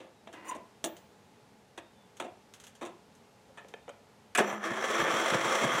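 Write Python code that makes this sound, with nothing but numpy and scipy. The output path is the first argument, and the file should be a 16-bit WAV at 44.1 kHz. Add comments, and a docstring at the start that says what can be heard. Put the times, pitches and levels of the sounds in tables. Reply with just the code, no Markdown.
"""First knocks and a creaking seat as a rider settles on a riding mower in a driveway, then key and levers click.
The solenoid snaps, and the starter pinion slams into the flywheel and grinds the small petrol engine up to speed.
Each compression brakes the crank, with a double gulp of intake air before it and a puff of exhaust after.
Blows and gears are noise and impulses ringing in resonances; gas is shaped noise; yard air and a far bird lie behind.
The picture is nearly mono: only a faint hiss differs between the channels."""
import sys
import numpy as np
from scipy import signal
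from scipy.fft import rfft, irfft
from scipy.io import wavfile
from scipy.ndimage import uniform_filter1d

SR = 44100
rng = np.random.default_rng(int(sys.argv[2]) if len(sys.argv) > 2 else 0)


def master(y):
    """Save y as 16-bit WAV."""
    cut = np.clip(np.atleast_2d(y).T, -1, 1)
    pcm = np.round(cut * 32767)  # scale
    wavfile.write(sys.argv[1], SR, pcm.astype(np.int16))


N = 255780
TIME = np.arange(N) / SR


def amp(db):
    """Decibels to gain."""
    return 10 ** (np.asarray(db) / 20)


def unit(x):
    """Scale to rms 1."""
    return x / np.sqrt(np.mean(x ** 2))


def crest(x):
    """Scale so that the loudest 8 ms have rms 1."""
    return x / np.sqrt(uniform_filter1d(x ** 2, size=353).max())


def noise(size=N):
    """White noise."""
    return rng.standard_normal(size)


def curves(table):
    """The columns of a table, joined by straight lines in time."""
    s, *columns = np.transpose(table)
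    return [np.interp(TIME, s, column) for column in columns]


def colour(x, points):
    """Causal filter through (frequency [Hz], level [dB]) points, falling 24 dB per octave for two octaves beyond."""
    hz, db = np.transpose(points)
    size = 8192
    octave = np.log2(np.maximum(np.fft.rfftfreq(size, 1 / SR), 1))
    outside = np.abs(octave - np.clip(octave, np.log2(hz[0]), np.log2(hz[-1])))
    spectrum_db = np.interp(octave, np.log2(hz), db) - 24 * np.minimum(outside, 2)
    # folding the cepstrum gives minimum phase, so nothing sounds before its cause
    cepstrum = irfft(np.log(amp(spectrum_db)))
    cepstrum[1:size // 2] *= 2
    cepstrum[size // 2 + 1:] = 0
    return signal.fftconvolve(x, irfft(np.exp(rfft(cepstrum))))[:len(x)]


def band(x, hz, kind):
    """Third-order Butterworth filter."""
    return signal.sosfilt(signal.butter(3, hz, kind, fs=SR, output="sos"), x + 1e-18)


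def resonate(x, peaks):
    """Parallel (frequency [Hz], width [Hz], level [dB]) resonances of alternating polarity."""
    out = np.zeros(len(x))
    for k, (hz, width, db) in enumerate(peaks):
        b, a = signal.iirpeak(hz, hz / width, fs=SR)
        out += (-1) ** k * amp(db) * signal.lfilter(b, a, x + 1e-18)
    return out


def fade(t, t60):
    """Exponential decay by 60 dB in t60 seconds."""
    return np.exp(-np.log(1000) * t / t60)


def swell(peak_s, attack, release):
    """A smooth rise to 1 and a smooth fall."""
    t = TIME - peak_s
    return np.exp(-.5 * (t / np.where(t < 0, attack, release)) ** 2)


def walk(rate):
    """Smooth random wander with rms 1, taking a new direction `rate` times a second."""
    k = int(SR / rate)
    steps = np.repeat(noise(N // k + 1), k)
    return unit(uniform_filter1d(steps, k)[:N])


def wavering_tone(hz):
    """Sine that follows a moving pitch."""
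    return np.sin(2 * np.pi * np.cumsum(hz) / SR)


def pulses(hz, jitter, scatter_db):
    """One impact in each cycle, each a little early or late and of its own size."""
    phase = np.cumsum(hz) / SR
    chance = noise((N // 10, 2))[:int(phase[-1])]
    at = np.interp(np.arange(len(chance)) + jitter * chance[:, 0], phase, np.arange(N))
    size = amp(scatter_db * np.clip(chance[:, 1], -2, 2))
    return np.bincount(at.astype(int), size, N)


def bend(x, share):
    """Let the pitch of x run sharp or flat by a moving share, through a wandering delay."""
    drift = signal.lfilter([1], [1, -np.exp(-1 / SR / .1)], share)
    return np.interp(np.arange(N) + drift, np.arange(N), x)


def add(out, s, x):
    """Mix x into out from time s."""
    i = max(int(s * SR), 0)
    out[i:i + len(x)] += x[:N - i]


# microphone hiss spectrum: (frequency [Hz], relative level [dB])
HISS_COLOUR = [(25, -16), (65, -14), (190, -5.5), (450, -3), (1000, -10), (2100, -16.5), (3000, -25.5),
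               (15000, -39)]


def hiss():
    """Very faint noise of the microphone capsules."""
    return amp(-81.5) * unit(colour(noise(), HISS_COLOUR))


# outdoor air spectrum: (frequency [Hz], relative level [dB])
YARD_COLOUR = [(15, -83), (25, -31), (101, -5), (164, -6.5), (233, -4.5), (267, -8.5), (359, -13),
               (421, -5.5), (648, -11.5), (848, -9.5), (1020, -14.5), (1240, -16.5), (7300, -28),
               (12800, -36.5), (15500, -48)]


def yard():
    """Quiet outdoor air with the wavering hum of distant motors."""
    air = unit(colour(noise(), YARD_COLOUR)) * amp(0.55 * walk(3.15))
    motors = unit(resonate(noise(), [(205, 25, 1), (425, 8, 0), (850, 25, -3)]))
    waver = amp(2 * walk(2.5))
    return amp(-60.5) * (air + amp(-8.5) * motors * waver)


# far bird's whistles: (time [s], length [s], start pitch [Hz], end pitch [Hz], level before the flutter [dB])
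BIRD_WHISTLES = [(.14, .09, 3900, 3800, -71), (1.8, .13, 3700, 3630, -69), (1.94, .14, 3560, 3460, -69),
                 (3.77, .17, 3680, 3550, -72)]


def bird():
    """A far bird's thin whistles: fluttering sines that slide down."""
    out = np.zeros(N)
    for s, length, start_hz, end_hz, db in BIRD_WHISTLES:
        hz = np.linspace(start_hz, end_hz, int(length * SR))
        add(out, s, amp(db) * np.hanning(len(hz)) ** .5 * wavering_tone(hz))
    flutter = amp(3 * walk(70) - 1)
    return out * flutter


def echoes(x, wet_db, t60):
    """Dull, scattered reflections from the parked truck, the hedge and the house, as decaying noise."""
    t = TIME[:SR // 2]
    build_up = np.clip((t - .008) / 0.018, 0, 1)
    tail = band(noise(len(t)), 3040, "low") * fade(t, t60) * build_up
    return amp(wet_db) * signal.fftconvolve(x, tail / np.linalg.norm(tail))[:N]


def thud():
    """One soft, very low thud under the cranking: a short swell of a 28 Hz sine."""
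    s = 5.02
    return amp(-55) * swell(s, 0.013, 0.013) * np.sin(2 * np.pi * 28 * (TIME - s))


# light clicks of the key: (time [s], level [dB])
KEY_CLICKS = [(.328, -53.5), (.967, -52.5), (2.169, -54.5), (2.538, -49), (2.6, -52), (2.6385, -51),
              (2.668, -50), (2.752, -57), (3.151, -63), (3.685, -57)]
# their spectrum: (frequency [Hz], relative level [dB])
KEY_COLOUR = [(500, -9), (1500, 2.5), (2400, -0.5), (3200, 6), (4400, -2.5), (5100, -5.5), (6300, 4.5),
              (8200, -1.5), (11000, -6.5), (15500, -20)]


def key():
    """Small bright clicks, each a sharp tick with a short scrape behind it."""
    out, t = np.zeros(N), TIME[:SR // 4]
    for s, db in KEY_CLICKS:
        tick_and_scrape = fade(t, 0.0078) + 1.2 * fade(t, 0.14)
        contact = noise(len(t)) * tick_and_scrape
        add(out, s, amp(db) * crest(colour(contact, KEY_COLOUR)))
    return out


# resonances of seat and hinge: (frequency [Hz], width [Hz], relative level [dB])
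SEAT_BODY = [(317, 25, 2.5), (1021, 82, 0.5), (1590, 21, -19), (2010, 61, -5), (2510, 44, -5.5),
             (2805, 71, -8), (3600, 48, -15)]
HINGE_BODY = [(5900, 26, 3), (6800, 170, 0.5), (7140, 37, 5), (8300, 190, 0), (9560, 60, 1)]
# each sound of the seat builds and dies away: (peak time [s], attack [s], release [s])
CREAK_SWELL = (.53, .15, .03)
SQUEAK_SWELL = (.512, .02, .019)
SCRAPE_SWELL = (.49, .024, .024)


def seat():
    """Stick-slip creak of the seat, which locks briefly into a squeak while its hinge scrapes."""
    slips = unit(pulses(420 * amp(2 * walk(25)), jitter=0.33, scatter_db=1.5))
    rub = slips + amp(-3) * noise()
    rasp_colour = [(250, -3), (400, 7.5), (700, 2.0), (1100, 3.5), (2000, 0.5), (2800, -18), (4200, -16)]
    rasp = unit(colour(rub, rasp_colour))
    # the shifting load bends the resonances
    creak = unit(unit(resonate(slips, SEAT_BODY)) + amp(-0.5) * rasp)
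    creak = bend(creak, 0.0193 * walk(28))
    scrape = bend(unit(resonate(slips, HINGE_BODY)), .012 * walk(35)) * amp(3.9 * walk(89.1))
    scrape = scrape + amp(-8.5) * band(rub, 5500, "high")
    squeak = unit(wavering_tone(1020 * (1 + 0.0478 * walk(160))) * amp(3.9 * walk(119.3)))
    sound = amp(-48.5) * swell(*CREAK_SWELL) * creak
    sound += amp(-39) * swell(*SQUEAK_SWELL) * squeak
    sound += amp(-52.5) * swell(*SCRAPE_SWELL) * scrape
    return sound * (TIME > .33)  # silent until the seat is loaded


def blows(table, modes, spectrum, ring_db, note_db, bass_hold, treble_hold, grain_db, rise_share):
    """Loose parts chatter after each blow, sound their note and ring the body; long rattles start softly."""
    out, t = np.zeros(N), TIME[:SR // 2]
    for s, bass_db, middle_db, treble_db, t60, hz in table:
        bounces = amp(grain_db * walk(400)[:len(t)])
        # the holds stretch or shorten the rattle of the outer bands
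        parts = [(bass_db, 900, "low", bass_hold),
                 (middle_db, (900, 4500), "band", 1),
                 (treble_db, 4500, "high", treble_hold)]
        for db, edges, kind, hold in parts:
            rise = np.minimum(t / (rise_share * t60 * hold), 1)
            chatter = noise(len(t)) * bounces * rise * fade(t, t60 * hold)
            clunk = colour(chatter, spectrum)
            clunk = clunk + resonate(clunk, [(hz, hz / 22, note_db)])
            sound = unit(clunk) + amp(ring_db) * unit(resonate(chatter, modes))
            add(out, s, amp(db) * crest(band(sound, edges, kind)))
    return out


# spectrum of knocks and levers: (frequency [Hz], relative level [dB])
CLUNK_COLOUR = [(47, -38), (80, -52), (173, -5.5), (343, 1), (532, 3.5), (663, 4), (884, -2.5), (1030, -4),
                (1500, -11), (3540, -12), (5040, -31), (5880, -16.5), (8550, -17.5), (11100, -32),
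                (15500, -43)]
# dash controls being set:
# (time [s], bass [dB], middle [dB], treble [dB], middle rattle t60 [s], note of the struck part [Hz])
LEVER_BLOWS = [(3.489, -57.5, -68, -86, 0.095, 520), (3.572, -57, -46, -63, 0.13, 1780),
               (3.646, -50, -55, -82, 0.029, 510), (3.7385, -43, -41.5, -63, 0.018, 1730),
               (3.879, -44.5, -47.5, -79, .051, 490), (3.891, -51.5, -46, -56.5, 0.05, 1430)]
# resonances of the dash: (frequency [Hz], width [Hz], relative level [dB])
DASH_BODY = [(455, 35, 9), (576, 29, 14), (699, 16, 5.5), (1406, 63, -4), (1670, 55, -7), (2540, 33, -7),
             (2960, 20, -21), (3170, 43, -10)]


def levers():
    """Dash levers clack into place and ring the dash."""
    return blows(LEVER_BLOWS, DASH_BODY, CLUNK_COLOUR, ring_db=1, note_db=11,
                 bass_hold=1.1, treble_hold=.8, grain_db=1.5, rise_share=.025)


# seat, pedal and levers striking the chassis:
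# (time [s], bass [dB], middle [dB], treble [dB], middle rattle t60 [s], note of the struck part [Hz])
CHASSIS_BLOWS = [(0.001, -48.5, -54.5, -69.5, 0.29, 510), (.271, -48.5, -50, -69, 0.11, 506),
                 (.334, -48, -49.5, -66, 0.18, 1640), (.511, -52, -43, -66, 0.13, 985),
                 (.548, -42, -54, -57.5, 0.12, 1040), (.841, -34.5, -35.5, -31, 0.13, 870),
                 (1.776, -45, -42.5, -53, 0.09, 1750), (2.199, -38, -34.5, -46, 0.12, 1306),
                 (2.24, -40.5, -51, -62, 0.17, 695), (2.811, -39, -43, -57, 0.22, 1050),
                 (2.85, -45.5, -47.5, -53.5, .19, 675)]
# resonances of the chassis: (frequency [Hz], width [Hz], relative level [dB])
CHASSIS_BODY = [(360, 62, 10), (690, 13, 12), (1649, 33, -1.5), (2787, 27, -2), (3407, 16, -13.5),
                (3740, 30, -8.5), (5700, 34, -17), (7060, 61, -13), (7000, 180, -23), (8270, 21, -32),
                (8970, 98, -11)]
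# thin ring of steel after the hardest knock: (frequency [Hz], level [dB], t60 [s])
STEEL_RING = [(14700, -52, .4), (15330, -56, .55)]


def knocks():
    """Seat, pedal and levers strike the chassis; the hardest knock leaves thin decaying sines of steel."""
    out = blows(CHASSIS_BLOWS, CHASSIS_BODY, CLUNK_COLOUR, ring_db=-4.5, note_db=7,
                bass_hold=1.39, treble_hold=0.77, grain_db=2.5, rise_share=0.0075)
    t = TIME[:SR // 2]
    for hz, db, t60 in STEEL_RING:
        tone = np.sin(2 * np.pi * hz * t + rng.uniform(0, 2 * np.pi))
        add(out, .842, amp(db) * fade(t, t60) * tone)
    return out


# solenoid and pinion slamming home:
# (time [s], bass [dB], middle [dB], treble [dB], middle rattle t60 [s], note of the struck part [Hz])
SLAM_BLOWS = [(4.349, -43, -27.5, -34, 0.07, 1350), (4.356, -39, -33, -47, 0.069, 2450),
              (4.373, -34, -32, -30.5, .08, 7700), (4.382, -21.5, -24, -33, 0.071, 1690),
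              (4.398, -22.5, -33, -44, .07, 480)]
# what they ring: (frequency [Hz], width [Hz], relative level [dB])
SLAM_BODY = [(432, 45, -6), (655, 30, 6), (1100, 38, -8.5), (1280, 15, 2), (1530, 240, -16), (2130, 18, -3),
             (2450, 22, -12), (2950, 24, -23), (3240, 112, -9)]
# their spectrum: (frequency [Hz], relative level [dB])
SLAM_SPECTRUM = [(100, -22), (210, -4), (480, -0.5), (660, 9), (950, -4.5), (1400, 1.5), (2500, 2.5),
                 (3200, -3.5), (4500, -24), (6200, -17.5), (9000, -17), (15500, -38)]


def slams():
    """The solenoid snaps and throws the pinion into the flywheel."""
    return blows(SLAM_BLOWS, SLAM_BODY, SLAM_SPECTRUM, ring_db=-5, note_db=10,
                 bass_hold=1.1, treble_hold=.9, grain_db=1, rise_share=.045)


# muffler resonances: (frequency [Hz], width [Hz], relative level [dB])
MUFFLER = [(129, 56, -4), (171.4, 70, 3.5), (219, 160, -0.5)]
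# turbulence spectrum: (frequency [Hz], relative level [dB])
TURBULENCE_COLOUR = [(150, -39), (230, -10), (400, -6), (650, -3), (1000, -8), (2000, -15), (3300, -29),
                     (5000, -48), (7000, -31), (15000, -45)]


def puff(s, db, length, rasp_db):
    """A slug of gas thumps through the muffler, with a rasp of turbulence."""
    out, t = np.zeros(N), TIME[:SR // 4]
    lead = .08  # seconds of room for the rise of the flow
    flow = np.exp(-.5 * ((t - lead) / length) ** 2)
    front = np.exp(-.5 * ((t - lead) / 0.00096) ** 2)
    slug = unit(front) + amp(-3) * unit(band(flow * noise(len(t)), 290, "low"))
    thump = band(resonate(slug, MUFFLER), 110, "high")
    rasp = colour(flow * noise(len(t)), TURBULENCE_COLOUR)
    add(out, s - lead - .004, amp(db + 5.5) * crest(thump))
    add(out, s - lead, amp(db + rasp_db) * crest(rasp))
    return out


# piston at the top of a compression (a puff adds 5.5 dB to its thump):
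# (time [s], free crank speed [turns/s], intake base [dB], intake rasp over base [dB], exhaust base [dB])
STROKES = [(4.598, 3.6, -54.5, 18.5, -40.5), (5.066, 5.94, -43, -7, -48), (5.386, 6.5, -38, 0, -48),
           (5.684, 6.72, -39.5, 5.5, -46)]
# the two gulps of each intake: (crank angle after the top [turns], length [s], level over base [dB])
GULPS = [(-.42, 0.01, -5), (-.25, 0.013, 1.5)]


def valves():
    """The valves keep their crank angles: a double gulp before each compression, a puff of exhaust after it."""
    out = np.zeros(N)
    for s, speed, intake_db, rasp_db, exhaust_db in STROKES:
        for turns, length, db in GULPS:
            out += puff(s + turns / speed, intake_db + db, length, rasp_db)
        out += puff(s + 0.41 / speed, exhaust_db, length=0.009, rasp_db=-5)
    return out


def each_cycle(turns, attack_turns, release_turns):
    """A swell at the same crank angle in every cycle, so shorter as the crank gets faster."""
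    return sum(swell(s + turns / speed, attack_turns / speed, release_turns / speed)
               for s, speed, *_ in STROKES)


ENGAGE_S = 4.385  # the pinion bites
START_TURNS_PER_S = 3.1  # free crank speed at that moment
STALL_TURNS_PER_S = 3.05  # a crank this slow would just be stopped by a compression


def crank():
    """Free and braked speed: each compression takes the same energy, so the first brakes the crank most."""
    free, = curves([(ENGAGE_S, START_TURNS_PER_S)] + [row[:2] for row in STROKES])
    # the load builds before the top and lets go after it
    load = each_cycle(0, attack_turns=.17, release_turns=.08)
    return free, np.sqrt(np.maximum(free ** 2 - STALL_TURNS_PER_S ** 2 * load, 1))


def tooth_force(speed):
    """Uneven tooth impacts; about once a pinion turn the backlash closes and they bite harder."""
    mesh_hz = 84 * speed  # teeth on the ring gear
    pinion_hz = mesh_hz / 14  # teeth on the pinion
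    closings = pulses(pinion_hz, jitter=0.3, scatter_db=0.5)
    clacks = signal.fftconvolve(closings, fade(TIME[:SR // 10], 0.039))[:N]
    teeth = unit(pulses(mesh_hz, jitter=.12, scatter_db=2.5))
    sliding = amp(-4) * noise()
    return (1 + 0.8 * clacks) * (teeth + sliding)


# gears as the starter runs up, before load and clashes move them:
# (time [s], grinding [dB], bright tooth edges [dB])
GEAR_RUN_UP = [(4.45, -38, -46), (4.79, -36, -47.5), (4.845, -31, -42), (5.8, -31.5, -43)]
# pinion clashes on entering and when the first compression lets go:
# (time [s], grinding gain [dB], edge gain [dB], attack [s], release [s])
PINION_CLASHES = [(4.39, 10.5, 14, .02, 0.024), (4.652, 5, 10, 0.013, 0.02)]


def gear_levels(free, speed):
    """Grinding and edges in dB: grinding sinks with the braked crank, both rise when teeth bite or clash."""
    grind_db, edge_db = curves(GEAR_RUN_UP)
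    bite_db = 3 * each_cycle(-0.3, 0.065, 0.16)  # the load comes on
    uneven_db = 1.0 * walk(22)  # the mesh tightens and loosens at random
    braked_db = 1.5 * 20 * np.log10(speed / free)
    slack_db = -3.5 * each_cycle(0, 0.17, 0.27)  # the edges dull around the top
    grind_db = grind_db + bite_db + uneven_db + braked_db
    edge_db = edge_db + 0.57 * bite_db + slack_db
    for s, grind_gain_db, edge_gain_db, attack, release in PINION_CLASHES:
        clash = swell(s, attack, release)
        grind_db = grind_db + grind_gain_db * clash
        edge_db = edge_db + edge_gain_db * clash
    return grind_db, edge_db


# ringing of flywheel, shroud and hood, then of the ring gear: (frequency [Hz], relative level [dB])
HOUSING_RING = [(209.9, -59), (333.8, -40.5), (527.6, -55.5), (656.8, -39.5), (791.3, -50), (882.9, -46.5),
                (1114, -46), (1750, -39), (2073, -45.5), (2213, -61)]
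GEAR_RING = [(5556, -75), (5895, -61), (7187, -81), (7450, -68.5), (9157, -97), (12059, -78.5)]
# spectra of the grinding and of the bright tooth edges: (frequency [Hz], relative level [dB])
GRIND_COLOUR = [(110, -32), (160, -15), (210, -1.5), (285, -4.5), (520, 4.5), (700, -0.5), (930, -3),
                (1180, 4.5), (1550, -0.5), (2100, -1.5), (2600, -7.5), (2950, -13), (3250, -1.5),
                (4100, -30)]
BRIGHT_COLOUR = [(3600, -2.5), (4500, -6.5), (5100, -9), (5650, 5.5), (6300, -0.5), (6900, -6), (7450, 1.5),
                 (8400, -8.5), (10000, -8.5), (10900, -17), (12050, -18), (13500, -20), (15600, -19.5)]


def starter():
    """The pinion drives the flywheel's ring gear, and its teeth ring the gear and the engine's housing."""
    free, speed = crank()
    grind_db, edge_db = gear_levels(free, speed)
    pace = speed / speed.max()
    force = tooth_force(speed)
    # the thin panels smear each tooth over a few milliseconds
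    smear = np.sqrt(signal.lfilter(fade(TIME[:SR // 20], 0.018), 1, force ** 2)) * noise()
    edges = unit(force) + amp(7) * unit(smear)
    housing = unit(resonate(force, [(hz, 13 + hz / 55, db) for hz, db in HOUSING_RING]))
    gear = unit(resonate(edges, [(hz, hz / 55, db) for hz, db in GEAR_RING]))
    # the flywheel sings more as the run-up goes on
    run_up = np.clip((TIME - 4.7) / .7, 0, 1)
    flywheel = amp(-8) * unit(resonate(force, [(1750, 20, 0)])) * run_up
    grind = unit(unit(colour(edges, GRIND_COLOUR)) + amp(-2.5) * housing) + flywheel
    # slow teeth strike softly: above 2560 Hz the grinding follows the speed
    dull = signal.sosfiltfilt(signal.butter(2, 2560, fs=SR, output="sos"), grind)
    grind = dull + (grind - dull) * pace
    # slow teeth ring the gear clearly, fast ones blur into a hiss; the ringing comes and goes at random
    bright = unit(colour(edges, BRIGHT_COLOUR)) * pace + amp(-8) * gear * amp(3 * walk(35))
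    # the frame drones while the motor strains, and less as the crank speeds up
    drone = unit(wavering_tone(207.8 * (1 + 0.029 * walk(40))) * amp(1.5 * walk(24.95)))
    strain = amp(-43) * (START_TURNS_PER_S / free) ** 2.8
    sound = amp(grind_db) * grind + amp(edge_db) * bright + strain * drone
    return sound * np.clip((TIME - ENGAGE_S) / 0.0082, 0, 1)


def scene():
    """Mower, echoes, yard and bird, alike in both channels; the hiss has opposite polarity in each."""
    mower = thud() + key() + seat() + levers() + knocks() + slams() + valves() + starter()
    mid = yard() + bird() + echoes(mower, wet_db=-17.5, t60=0.35) + mower
    side = hiss()
    return np.array([mid + side, mid - side])


def record(dry):
    """A steep low-pass removes everything well above 15.8 kHz."""
    return signal.sosfilt(signal.ellip(10, .2, 70, 15800, fs=SR, output="sos"), dry)


dry = scene()
out = record(dry)
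master(out)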